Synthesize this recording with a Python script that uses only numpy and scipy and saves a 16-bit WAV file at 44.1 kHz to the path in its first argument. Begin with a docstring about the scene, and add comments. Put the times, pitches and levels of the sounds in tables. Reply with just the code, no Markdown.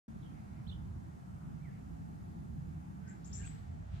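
"""A back garden on a grey day

Turbulent wind rumbles under the broadband hush of far traffic and leaves, and distant birds chirp.
Late on, a small bird gives four thin, high calls, the third longer and rising in two parts, that
reflect between fence and house. A bird swoops over, air swishing and whistling through its feathers,
and a faint, rough drone sinks at the end."""
import sys
import numpy as np
from scipy import signal
from scipy.io import wavfile

SR = 44100
rng = np.random.default_rng(int(sys.argv[2]) if len(sys.argv) > 2 else 0)


def wav_out(sig):
    """Save sig, one row per channel (or a flat mono array), as 16-bit PCM at SR to the path in sys.argv[1]."""
    wavfile.write(sys.argv[1], SR, np.round(np.clip(np.atleast_2d(sig).T, -1, 1) * 32767).astype(np.int16))


N = 176400
T = np.arange(N) / SR

# Spectral shapes of the wind and of far traffic and leaves: frequency_hz, relative_density_db
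RUMBLE_SPECTRUM = [(13, -47), (22, -28), (65, 0), (81, -0.5), (115, -4.5), (156, -1), (176, -3.5),
                   (205, -8), (480, -34.5), (620, -64), (1060, -120)]
HUSH_SPECTRUM = [(280, -35), (480, -5.5), (563, -2.5), (623, -4), (786, 2), (1020, -7.5), (1490, -4.5),
                 (1600, -8.5), (2440, -14), (3310, -18.5), (5910, -20.5), (7030, -18.5), (8250, -23),
                 (13500, -26.5), (15400, -38)]
# Stereo width of both: frequency_hz, side_minus_mid_db
AIR_WIDTH = [(30, -17.5), (60, -6.5), (95, -20), (160, -4.5), (270, 1.5), (450, 4), (740, 9.5), (1220, 6.5),
             (2010, 2.5), (3320, -3), (5480, -1), (9050, 0.5), (15000, -1)]
# Gust contours of the deep and the upper rumble: time_s, relative_level_db
DEEP_GUSTS = [(.1, -54), (.4, -54), (.92, -46), (1.18, -59.5), (1.36, -51.5), (2.1, -54.5), (2.55, -48),
              (2.95, -56), (3.3, -54), (3.45, -46), (3.6, -49.5), (4.0, -46.5)]
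UPPER_GUSTS = [(0.1, -48.5), (0.72, -49), (1.38, -52), (1.49, -48.5), (3.51, -49), (3.58, -50.5),
               (3.84, -51.5), (3.9, -60), (3.94, -50.5), (4.0, -54)]
# The treble above 8 kHz dulls near the end: time_s, gain_db
TREBLE_DIP = [(3.6, -1.5), (3.7, -5.5), (4.0, -6)]
# Noise swells: peak_s, rise_s, fall_s, centre_hz, half_width_octaves, level_db, pan_db
TRAFFIC_SWELLS = [(.9, 1, 0.72, 773, .5, -71, 1), (2.1, 0.97, 1.15, 169.8, 0.1, -52, 0.5)]
CHATTER_SWELLS = [(.38, 0.077, 0.15, 2070, 0.24, -75, -2), (.57, 0.069, .07, 2150, 0.2, -73, -1),
                  (1.44, 0.084, 0.1, 1120, 0.35, -70, -1.5), (1.76, 0.051, 0.049, 2050, 0.18, -71.5, 0)]
WING_SWELLS = [(3.095, 0.043, 0.074, 1770, 0.22, -65, -1), (3.105, 0.05, 0.034, 1544, 0.017, -64.5, 0),
               (3.41, 0.033, .02, 1784, .03, -70, -7), (3.435, 0.11, 0.2, 1820, 0.34, -68, 3),
               (3.440, 0.046, 0.025, 1610, 0.043, -64, -5), (3.455, 0.2, 0.17, 2700, 0.98, -69, -2.5),
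               (3.965, 0.061, 0.057, 1730, 1, -66, 2)]
# Gliding tones, one contour per table: time_s, pitch_hz, level_db
FAINT_CONTOUR = [(.214, 4200, -84), (.230, 3450, -75), (.246, 3100, -75.5), (.256, 3120, -76),
                 (.274, 2850, -68)]
WHISTLE_CONTOUR = [(1.605, 2050, -75), (1.627, 2380, -77), (1.655, 2180, -64.5), (1.680, 1860, -70),
                   (1.708, 1630, -71)]
DRONE_CONTOUR = [(3.55, 828, -75), (3.66, 690, -67.5), (3.80, 625, -71.5), (3.96, 670, -70),
                 (4.0, 685, -67)]
# Gliding tones, two contours per table: time_s, pitch_hz, level_db
CHIRP_CONTOURS = [
    [(.665, 2800, -66), (.675, 3500, -63.5), (.686, 4400, -65), (.694, 3560, -60.5), (.703, 3550, -52),
     (.707, 3200, -75)],
    [(.711, 2800, -67), (.718, 2920, -62), (.721, 3630, -62), (.731, 3080, -57), (.736, 2790, -67)],
]
FEATHER_CONTOURS = [
    [(3.398, 2640, -87), (3.418, 2840, -69), (3.434, 3000, -72)],
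    [(3.425, 2200, -70), (3.449, 2570, -63.5), (3.461, 2770, -65)],
]
# Notes of the four calls, the third call taking two rows: start_s, length_s, top_pitch_hz, level_db, pan_db
CALL_NOTES = [(3.077, 0.018, 7480, -62.5, 3), (3.245, 0.02, 7350, -57, 3.5), (3.329, 0.026, 7405, -49, 7),
              (3.365, 0.017, 7650, -53, 8), (3.442, 0.031, 7810, -55.5, 5)]
# Feather transients: start_s, level_db
FLICKS = [(3.461, -55), (3.47, -59), (3.4763, -55.5)]
# Early reflections from lawn, fence and house: delay_s, gain_db
REFLECTIONS = [(.008, -13), (.032, -10)]


def from_db(db):
    """Amplitude grows tenfold every 20 dB."""
    return 10 ** (np.asarray(db) / 20)


def rms_one(x):
    """Normalisation to unit mean power."""
    return x / np.sqrt(np.mean(x ** 2) + 1e-20)


def in_time(rows):
    """Linear interpolation of each column of a contour at every sample."""
    times, *columns = np.transpose(rows)
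    return [np.interp(T, times, column) for column in columns]


def at_hz(spectrum, hz):
    """Interpolation of a spectrum on a log-frequency axis."""
    frequencies, levels = np.transpose(spectrum)
    return np.interp(np.log(hz), np.log(frequencies), levels)


def pan(db):
    """Interaural level difference: two gains, left exceeding right by db."""
    return from_db(np.array([[db], [-db]]) / 2)


def place(x, pan_db, right_lag_s):
    """Interaural time and level differences: the nearer side is earlier and louder."""
    return pan(pan_db) * np.array([x, np.roll(x, int(round(right_lag_s * SR)))])


def drift(rate_hz):
    """Random modulation: low-passed noise of unit rms."""
    step, settle = 40, 2000  # samples per control point; points the filter takes to settle
    pole = np.exp(-2 * np.pi * rate_hz * step / SR)
    white = rng.standard_normal(N // step + settle + 2)
    slow = signal.lfilter([1], [1, -2 * pole, pole * pole], white)[settle:]
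    return np.interp(np.arange(N) / step, np.arange(len(slow)), rms_one(slow))


def band(x, low_hz, high_hz):
    """Butterworth band-pass filtering."""
    sos = signal.butter(2, [low_hz, min(high_hz, .45 * SR)], "band", fs=SR, output="sos")
    return signal.sosfilt(sos, x)


def air(spectrum, edges_hz, flicker_db, flicker_hz, split_hz, below_db, above_db):
    """Amplitude-modulated noise bands: each flickers, and those below and above a split swell apart."""
    mid, side = 0, 0
    white = rng.standard_normal((3, 2, N))
    for k, (low, high) in enumerate(zip(edges_hz, edges_hz[1:])):
        hz = np.sqrt(low * high)
        band_mid, band_side = band(band(white[k % len(white)], low, high), low, high)
        swell_db = below_db if hz < split_hz else above_db
        gain = from_db(at_hz(spectrum, hz) + flicker_db * drift(flicker_hz) + swell_db)
        mid += gain * band_mid
        side += gain * band_side * from_db(at_hz(AIR_WIDTH, hz))
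    return np.array([mid + side, mid - side]) / np.std(mid)


def swells(rows):
    """Band-limited noise under rounded envelopes with exponential flanks."""
    out = 0
    for peak_s, rise_s, fall_s, hz, octaves, db, pan_db in rows:
        from_peak = (T - peak_s) / np.where(T < peak_s, rise_s, fall_s)
        envelope = np.exp(1 - np.hypot(1, 1.65 * from_peak))
        rush = rms_one(band(rng.standard_normal((2, N)), hz * 2 ** -octaves, hz * 2 ** octaves))
        out += from_db(db) * pan(pan_db) * envelope * rush
    return out


def unsteady_sine(hz, jitter, jitter_hz):
    """Frequency modulation: phase integrates a pitch that wanders by the fraction jitter."""
    return np.sin(2 * np.pi * np.cumsum(hz * (1 + jitter * drift(jitter_hz))) / SR)


def tone(contour, jitter, jitter_hz):
    """A glide: an unsteady sine follows a contour of pitch and level."""
    hz, db = in_time(contour)
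    gate = np.clip(np.minimum(T - contour[0][0], contour[-1][0] - T) / .003, 0, 1)
    return gate * from_db(db) * unsteady_sine(hz, jitter, jitter_hz)


def garden(x, t60_s=.3, build_up_s=.0037):
    """Reflection and scattering: distinct echoes and a diffuse stereo tail from the bushes."""
    t = T[:SR // 2]
    envelope = from_db(-60 * t / t60_s) * (1 - np.exp(-t / build_up_s))
    response = rng.standard_normal((2, len(t))) * envelope
    response /= np.sqrt(np.sum(response ** 2, axis=1, keepdims=True))
    for delay_s, db in REFLECTIONS:
        response[[0, 1], int(delay_s * SR) + rng.integers(0, 20, 2)] += from_db(db)
    return signal.fftconvolve(x[None], response, axes=1)[:, :N]


def wind():
    """Turbulence: low-frequency pressure fluctuations swell with the gusts."""
    (deep_db,), (upper_db,) = in_time(DEEP_GUSTS), in_time(UPPER_GUSTS)
    rumble = air(RUMBLE_SPECTRUM, np.geomspace(25.86, 485.9, 18), flicker_db=2.5, flicker_hz=6.9,
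                 split_hz=115, below_db=deep_db - deep_db.mean(),
                 above_db=.88 * (upper_db - upper_db.mean()))
    return from_db(-46.5) * pan(db=-2) * rumble


def hush():
    """Incoherent summation: far traffic and leaves merge into a nearly steady noise."""
    treble_db, = in_time(TREBLE_DIP)
    noise = air(HUSH_SPECTRUM, np.geomspace(480.4, 16000, 23), flicker_db=.7, flicker_hz=1.4,
                split_hz=8000, below_db=-1.5, above_db=treble_db)
    return from_db(-70) * pan(db=-.27) * noise


def far_traffic():
    """Bandwidth sets tonality: a wide band is the rush of tyres, then a narrow one an engine's hum."""
    return swells(TRAFFIC_SWELLS)


def far_birds():
    """Direct and reflected sound: a faint chirp, a double chirp and a falling whistle, to the right."""
    faint = tone(FAINT_CONTOUR, jitter=.06, jitter_hz=380)
    chirps = sum(tone(contour, jitter=.04, jitter_hz=370) for contour in CHIRP_CONTOURS)
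    whistle = tone(WHISTLE_CONTOUR, jitter=.02, jitter_hz=300)
    direct = place(chirps, pan_db=-14, right_lag_s=-.00014) + pan(db=-8) * whistle
    reflected = from_db(-3) * pan(db=-1) * garden(chirps + whistle)
    return pan(db=-11) * (faint + garden(faint)) + direct + reflected


def far_chatter():
    """Propagation over distance blurs bird chatter into soft bands of noise."""
    return swells(CHATTER_SWELLS)


def thin_calls():
    """Each note rasps up to a briefly held pitch; reverberation smears the sweep into a soft hiss."""
    lead_s, lead_hz, lead_gain = .013, 2925, from_db(-21)
    sweep_s, sweep_span_hz, sweep_gain = .00476, 1950, from_db(-4)
    attack_s, release_s = .0066, .0065
    out = 0
    for start_s, length_s, top_hz, db, pan_db in CALL_NOTES:
        t = T - start_s
        foot_hz = top_hz - sweep_span_hz
        lead_in = np.interp(t, [-lead_s, 0], [lead_hz, foot_hz])
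        sweep = top_hz - sweep_span_hz * np.exp(-np.maximum(t, 0) / sweep_s)
        hz = np.where(t < 0, lead_in, sweep)
        corners_s = [-lead_s - .002, -lead_s, -.002, 0, attack_s, length_s, length_s + release_s]
        envelope = np.interp(t, corners_s, [0, lead_gain, lead_gain, sweep_gain, 1, 1, 0])
        jitter = np.interp(hz, [foot_hz, top_hz], [.07, .018])  # the pitch steadies as it climbs
        voice = from_db(db) * envelope * unsteady_sine(hz, jitter, jitter_hz=351)
        out += place(voice, pan_db, right_lag_s=.00007) + from_db(1.5) * pan(pan_db) * garden(voice)
    return out


def wings():
    """Aerodynamic noise: air swishes through the feathers; one stroke whistles and ends in dry flicks."""
    decay_s = .0013
    envelope = sum(from_db(db) * (T >= start_s) * np.exp(-abs(T - start_s) / decay_s)
                   for start_s, db in FLICKS)
    noise = rms_one(band(rng.standard_normal(N), 1100, 3700))
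    flicks = band(envelope * noise + 1e-18, 1100, 4900)
    whistles = sum(tone(contour, jitter=.045, jitter_hz=453) for contour in FEATHER_CONTOURS)
    feathers = flicks + whistles
    return swells(WING_SWELLS) + pan(db=-15.5) * feathers + from_db(-6) * garden(feathers)


def far_drone():
    """Indirect sound: a faint, rough, sinking tone arrives only by reflection."""
    return garden(tone(DRONE_CONTOUR, jitter=.0554, jitter_hz=80.4))


def scene():
    """Superposition of everything heard from the lawn."""
    background = wind() + hush() + far_traffic()
    return background + far_birds() + far_chatter() + thin_calls() + wings() + far_drone()


def record(dry, start_s=.08, cutoff_hz=15400):
    """Gating and band limiting: a moment of silence, then the sound through a steep low-pass."""
    gate = np.clip(np.minimum((T - start_s) / .002, (T[-1] - T) / .004), 0, 1)
    return signal.sosfilt(signal.ellip(10, .2, 70, cutoff_hz, fs=SR, output="sos"), dry * gate)


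dry = scene()
out = record(dry)
wav_out(out)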